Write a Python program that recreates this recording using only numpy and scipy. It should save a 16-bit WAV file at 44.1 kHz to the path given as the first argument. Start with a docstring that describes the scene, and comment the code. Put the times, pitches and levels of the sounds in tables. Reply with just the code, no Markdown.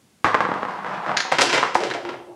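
"""Bowling in a basement lane

From the near end of a wooden lane, a small ball drops, bounces ever faster and rolls away.
It cracks into the pins and thuds into the pit; pins tumble and the hollow pinsetter frame drones.
Contact clicks ring filters shaped like lane, pins, pit and metal; shaped noise makes drone and room tone.
A wood-panelled room answers every blow and the rolling, and a limiter holds down the loudest peaks."""
import sys
import numpy as np
from scipy import signal
from scipy.fft import rfft, irfft
from scipy.io import wavfile
from scipy.ndimage import uniform_filter1d, minimum_filter1d

SR = 44100
rng = np.random.default_rng(int(sys.argv[2]) if len(sys.argv) > 2 else 0)


def master(y):
    """Save y as 16-bit WAV."""
    cut = np.clip(np.atleast_2d(y).T, -1, 1)
    pcm = np.round(cut * 32767)  # scale
    wavfile.write(sys.argv[1], SR, pcm.astype(np.int16))


N = 103635  # length of the scene [samples]
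TIME = np.arange(N) / SR  # [s]
TAPS = 32768  # length of the room response [samples]
T, HZ = np.arange(TAPS) / SR, np.fft.rfftfreq(TAPS, 1 / SR)  # its time [s] and frequency [Hz] axes


def bounces():
    """The ball hops and scuffs down the boards; its first landing sets the whole lane booming."""
    # ball landing on the lane: (time [s], level [dB], brightness [dB/octave], room [dB re direct])
    landings = [(0.2446, -1, 1, -5.5), (0.2517, -21.5, 4, 2), (0.2686, -21, 3, -1), (0.3444, -5, 0.5, -6.5),
                (0.4058, -11.5, .5, 0), (0.452, -16.5, -0.5, -4), (0.4891, -19, -5.5, -18),
                (0.5166, -16, -3, -5), (0.5404, -25, 2, -0.5), (.559, -25, -4, 0.5), (.631, -19, -1, -9),
                (0.6517, -20.5, -0.5, -2), (.709, -29, 1, 3), (0.748, -34.5, -1.5, 0), (.8465, -24, 0, 1),
                (1.094, -18.5, -1, -8), (1.117, -19.5, -1, -15)]
    # ball scuffing over rough patches: the same columns, then (rattle decay [s])
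    scuffs = [(0.86, -21.5, 1, -6, 0.032), (1.062, -19, 0, -4, 0.019)]
    # broad colour of the lane boards: (frequency [Hz], level [dB per Hz])
    boards = [(30, -52), (65, -42), (95, -23.5), (160, -3.5), (330, -3), (600, -0.5), (1150, 3),
              (1900, -7.5), (2800, -14), (5000, -25), (8000, -35.5), (11500, -48.5), (15500, -75)]
    # modes of the boards: (frequency [Hz], width [Hz], level over the broad colour [dB])
    board_modes = [(99, 15, 13), (330, 48, -3), (504, 34, 3.5), (1056, 24, -4), (1084, 670, -3.5),
                   (1236, 25, -14), (1630, 140, 1), (1924, 210, -0.5)]
    rattle_s, click_share = 0.003, 0.55
    sag_hz, sag_db, sag_t60 = 103.5, -34.5, 1.0  # the lane bends; t60 in seconds

    out = np.zeros(N)
    for s, *hit in landings:
        add(out, s, blow(boards, board_modes, click_share, *hit, rattle_s))
    for s, *hit in scuffs:
        add(out, s, blow(boards, board_modes, 0, *hit))
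    sag = amp(sag_db - 60 * TIME / sag_t60) * np.sin(2 * np.pi * sag_hz * TIME)
    add(out, landings[0][0], sag)
    return out


def rolling():
    """Tiny bumps of the rolling ball drum on the lane, in uneven clumps."""
    # loudness of the rolling: (time [s], level [dB])
    roll_level = [(.25, -59), (.45, -32), (.57, -32.5), (.62, -32.5), (.68, -34.5), (.8, -34), (.88, -32),
                  (.96, -30), (1.02, -31), (1.08, -28.5), (1.14, -28), (1.19, -41), (1.3, -71)]
    # colour of the rolling: (frequency [Hz], level [dB per Hz])
    roll_colour = [(30, -13), (75, -45), (110, -13.5), (165, -0.5), (280, -8), (560, -1), (900, 7.5),
                   (1400, 0), (2400, -13.5), (4500, -25.5), (8000, -38), (15000, -73)]
    flutter_db, flutter_s = 3.5, 0.018  # rms swing and averaging time
    bumps_per_s, spread_db, room_db = 1400, 2, -1.5

    wander = uniform_filter1d(rng.standard_normal(N), max(round(flutter_s * SR), 1))
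    flutter = amp(flutter_db * evened(wander))
    bumps = flutter * clicks(bumps_per_s, spread_db, size=N)
    drumming = signal.fftconvolve(bumps, body(roll_colour))[:N]
    direct = level(roll_level) * evened(drumming)
    return direct + amp(room_db) * signal.fftconvolve(direct, room())[:N]


def pins():
    """Sharp cracks of ball on pin, then pins rattling against the deck and each other."""
    # ball against pins: (time [s], level [dB], brightness [dB/octave], room [dB re direct])
    cracks = [(1.1679, -20.5, -6.5, 3.5), (1.1714, -14, 0, -3), (1.2022, -26, -6, 1.5),
              (1.2045, -15, -3.5, -8)]
    # broad colour of a struck pin: (frequency [Hz], level [dB per Hz])
    pin_colour = [(100, -36), (400, -21.5), (1000, -10.5), (1700, 1.5), (2600, -3.5), (4400, 0),
                  (6000, -4.5), (6900, -7.5), (7700, -21), (10000, -29), (11600, -38), (15500, -59)]
    # modes of a struck pin: (frequency [Hz], width [Hz], level over the broad colour [dB])
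    pin_modes = [(1630, 83, -4), (2100, 45, -4), (2600, 61, -5), (3560, 70, -10), (4260, 81, -4),
                 (4890, 90, -14), (6800, 300, -2), (9920, 100, 17), (12700, 250, 8)]
    crack_rattle_s, crack_click_share = 0.0031, 0.3
    # pins tumbling: (time [s], level [dB], brightness [dB/octave], room [dB re direct], rattle decay [s])
    tumbles = [(1.317, -16, -2, 4, 0.0079), (1.3852, -8.5, 0, -2.5, 0.0043), (1.410, -11, 4.5, 0, 0.0098),
               (1.4178, -9.5, 4, -8, 0.0039), (1.447, -20, -2, -0.5, 0.014), (1.495, -16, 0.5, 0.5, 0.011),
               (1.5289, -12.5, .5, 0, 0.015), (1.544, -13, -.5, -1.5, 0.016),
               (1.577, -13.5, -1.5, -0.5, 0.014), (1.746, -22.5, 5, -5, 0.018),
               (1.804, -28, 1, 3.5, 0.0058), (1.836, -21, 1, -0.5, 0.011), (1.9027, -25.5, 0, -0.5, .01),
               (1.938, -23.5, -0.5, -3, 0.01), (2.051, -26.5, -4, 1, .008), (2.09, -23, -4, -2, 0.011),
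               (2.134, -31, -5, -2.5, .01)]
    # broad colour of the tumbling: (frequency [Hz], level [dB per Hz])
    clatter = [(30, -21), (80, -54), (135, 0), (200, -11.5), (400, 3), (900, -2), (1500, 4), (2600, 0),
               (4000, -3.5), (5500, -7), (8000, -17), (10500, -27.5), (13000, -46), (15500, -84)]
    # modes of the tumbling pins: (frequency [Hz], width [Hz], level over the broad colour [dB])
    clatter_modes = [(555, 9, 9), (961, 62, 10), (1323, 79, -2), (2070, 23, 3), (2308, 21, 1),
                     (2725, 86, -4), (3010, 67, -5), (3180, 42, 0), (3700, 60, -11), (4270, 50, -20),
                     (4900, 99, -4.5), (5240, 31, -5), (5860, 49, -1), (7360, 73, -3)]
    tumble_click_share = 0.093

    out = np.zeros(N)
    for s, *hit in cracks:
        add(out, s, blow(pin_colour, pin_modes, crack_click_share, *hit, crack_rattle_s))
    for s, *hit in tumbles:
        add(out, s, blow(clatter, clatter_modes, tumble_click_share, *hit))
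    return out


def pit():
    """Dull knocks on the boards behind the pins; each has its own quickly damped pitch."""
    # ball on the pit boards:
    # (time [s], level [dB], brightness [dB/octave], room [dB re direct], knock pitch [Hz])
    thuds = [(1.251, -24.5, 0.5, 4, 890), (1.3228, -5.5, 4.5, -12.5, 746), (1.386, -19.5, 4.5, 7, 890),
             (1.3922, -25, -7.5, 11.5, 730), (1.413, -26.5, -6, 9, 593), (1.537, -16, -4.5, -4, 540),
             (1.548, -18.5, 1.5, 2, 560), (1.6292, -11, 0, -1.5, 1040), (1.6363, -15, 2.5, -2.5, 1190),
             (1.7532, -5, 1.5, -8, 890), (1.805, -22, -3.5, 8.5, 500), (1.95, -23.5, -4, 4.5, 700),
             (2.141, -28.5, -2, -10, 616), (2.201, -34.5, -4, -2, 790), (2.275, -42.5, -9, 8.5, 635)]
    # broad colour of the pit boards: (frequency [Hz], level [dB per Hz])
    pit_colour = [(30, -19), (80, -23), (140, -20), (260, -3.5), (520, -2.5), (900, -2), (1300, -2),
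                  (2000, -2.5), (3500, -23.5), (8000, -33.5), (15000, -65)]
    # modes shared by all the thuds: (frequency [Hz], width [Hz], level over the broad colour [dB])
    pit_modes = [(547, 40, 8), (750, 46, 3)]
    rattle_s, click_share = 0.0035, 0.5
    knock_width_hz, knock_db = 190, 12

    out = np.zeros(N)
    for s, db, tilt, room_db, knock_hz in thuds:
        modes = pit_modes + [(knock_hz, knock_width_hz, knock_db)]
        add(out, s, blow(pit_colour, modes, click_share, db, tilt, room_db, rattle_s))
    return out


def pinsetter():
    """Shaking, as noise, makes the hollow frame drone in a few resonances; a loose part clinks."""
    # loudness of the drone: (time [s], level [dB])
    drone_level = [(1.3, -61), (1.42, -26.5), (1.72, -60), (1.76, -30), (1.81, -32), (1.85, -26.5),
                   (1.97, -34.5), (2.03, -41), (2.08, -30.5), (2.14, -40.5), (2.25, -45), (2.35, -45)]
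    # frame resonances: (frequency [Hz], width at half amplitude [Hz], relative level [dB])
    frame = [(129, 17, -17), (349.6, 25, -3), (374, 41, -11.5), (510, 220, -13), (810, 370, -7.5)]
    # loose metal part: (time [s], level [dB], brightness [dB/octave], room [dB re direct])
    clinks = [(1.905, -35, 16, -15), (1.912, -20, -8.5, -6.5), (1.917, -32, 7, -14)]
    # broad colour of the metal: (frequency [Hz], level [dB per Hz])
    metal = [(200, -36), (1200, -3), (2000, 8), (4000, 0), (5000, -32), (15000, -59)]
    # modes of the metal: (frequency [Hz], width [Hz], level over the broad colour [dB])
    metal_modes = [(1650, 310, 11), (4000, 100, 16)]
    rattle_s, click_share = 0.005, 0.27

    hz = np.fft.rfftfreq(N, 1 / SR)
    drone = np.zeros(N)
    for centre, width, db in frame:
        random_phase = np.exp(2j * np.pi * rng.random(len(hz)))
        resonance = 1 / (1 + (2 * (hz - centre) / width) ** 2)
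        drone += amp(db) * evened(irfft(random_phase * resonance, N))
    out = level(drone_level) * evened(drone)
    for s, *hit in clinks:
        add(out, s, blow(metal, metal_modes, click_share, *hit, rattle_s))
    return out


def room():
    """Random echoes, a little stronger early on, in a tail that dies band by band."""
    # reverberation of the room: (frequency [Hz], time to fall 60 dB [s])
    decay_t60 = [(80, 0.72), (300, 0.46), (1000, 0.39), (3000, 0.52), (7000, 0.5), (14000, 0.12)]
    delay_s, early_db, early_s = 0.005, -11, 0.035  # early extra relative to the tail

    hz, t, bands = signal.stft(clicks(5000, 2, size=TAPS), SR, nperseg=256)
    fading = amp(-60 * t / read(decay_t60, hz)[:, None])
    tail = signal.istft(bands * fading, SR, nperseg=256)[1][:TAPS]
    early = 1 + amp(early_db) * np.exp(-T / early_s)
    return unit(tail * (T > delay_s) * early)


def hush():
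    """Quiet room tone: steady noise shaped in frequency."""
    # colour of the room tone: (frequency [Hz], level [dB per Hz])
    tone_colour = [(18, -16), (30, -34), (71, -7.5), (205, -5.5), (296, -7.5), (328, -11), (1090, -21.5),
                   (6360, -25.5), (9640, -26.5), (15000, -38.5)]
    tone_db = -58.5

    gain = amp(read(tone_colour, np.fft.rfftfreq(N, 1 / SR)))
    noise = irfft(rfft(rng.standard_normal(N)) * gain, N)
    return amp(tone_db) * evened(noise)


def blow(colour, modes, click_share, db, tilt, room_db, rattle_s):
    """One contact and its dying chatter ring an object, and the object rings the room."""
    blow_s = 0.004  # db is the direct level with its energy spread over this time
    chatter_size = 4096  # [samples]

    share = np.clip(click_share, 0, 1)  # part of the energy in the first contact
    chatter = clicks(1500, 3, size=chatter_size) * np.exp(-T[:chatter_size] / rattle_s)
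    force = np.sqrt(1 - share) * unit(chatter)
    force[0] += np.sqrt(share)
    direct = unit(signal.fftconvolve(colourless(force, size=21), body(colour, modes, tilt)))
    sound = amp(room_db) * unit(signal.fftconvolve(direct, colourless(room(), size=61)))
    add(sound, 0, direct)
    return amp(db) * np.sqrt(blow_s * SR) * sound


def body(colour, modes=(), tilt=0):
    """Ring of an object: a broad colour with modes standing out of it."""
    octaves = np.log2(np.clip(HZ, 300, 12000) / 1000)  # brightness tilts about 1 kHz
    db = read(colour, HZ) + tilt * octaves
    ring = 1 + sum(amp(mode_db) / (1 + 2j * (HZ - hz) / width) for hz, width, mode_db in modes)
    return irfft(causal(amp(db)) * ring)[:TAPS // 4]


def clicks(per_s, spread_db, size):
    """Random contacts of uneven strength and either sign."""
    contacts = rng.random(size) < per_s / SR
    sign = rng.choice([-1., 1.], size)
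    strength = amp(spread_db * np.minimum(rng.exponential(1, size), 4))
    return contacts * sign * strength


def causal(gain):
    """Spectrum of the most compact causal response with these gains (minimum phase)."""
    both_sides = np.r_[gain, gain[-2:0:-1]]
    log_spectrum = np.conj(signal.hilbert(np.log(both_sides + 1e-9)))
    return np.exp(log_spectrum)[:len(gain)]


def colourless(x, size):
    """Evens out the spectrum over size bins: scattering spreads a sound in time but keeps its colour."""
    spectrum = rfft(x)
    smooth_power = uniform_filter1d(abs(spectrum) ** 2, size)
    return irfft(spectrum / causal(np.sqrt(abs(smooth_power))))


def amp(db):
    """Decibels to gain."""
    return 10 ** (np.asarray(db) / 20)


def unit(x):
    """Scales to energy 1."""
    return x / np.sqrt(np.sum(x ** 2) + 1e-20)


def evened(x):
    """Scales to rms 1."""
    return unit(x) * np.sqrt(len(x))


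def read(points, hz):
    """Reads a table on a log-frequency axis."""
    f, value = np.transpose(points)
    return np.interp(np.log(hz + 1), np.log(f + 1), value)


def level(points):
    """Gain over time from (time [s], level [dB]) points, 120 dB down before the first."""
    return amp(np.interp(TIME, *np.transpose(points), left=-120))


def add(mix, s, sound):
    """Mixes a sound in at time s, cut off at the end of the mix."""
    part = mix[round(s * SR):][:len(sound)]
    part += sound[:len(part)]


def scene():
    """Everything in one channel, as heard from the near end of the lane."""
    return (bounces() + rolling() + pins() + pit() + pinsetter() + hush())[None]


def record(dry):
    """A fast limiter holds the loudest peaks down; then the low cut and the band limit."""
    ceiling, limit_s = 0.72, 0.0002  # limiter peak and reaction time
    low_cut_hz, edge_hz = 79, 15800

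    span = max(round(limit_s * SR), 1)
    needed = np.minimum(1, ceiling / (abs(dry) + 1e-9))
    gain = uniform_filter1d(minimum_filter1d(needed, 2 * span + 1), span)
    low_cut = signal.butter(2, low_cut_hz, "high", fs=SR, output="sos")
    held = signal.sosfilt(low_cut, dry * gain)
    band_limit = signal.firwin(511, edge_hz, window=("kaiser", 9), fs=SR)
    return signal.oaconvolve(held, band_limit[None], "same")


dry = scene()
out = record(dry)
master(out)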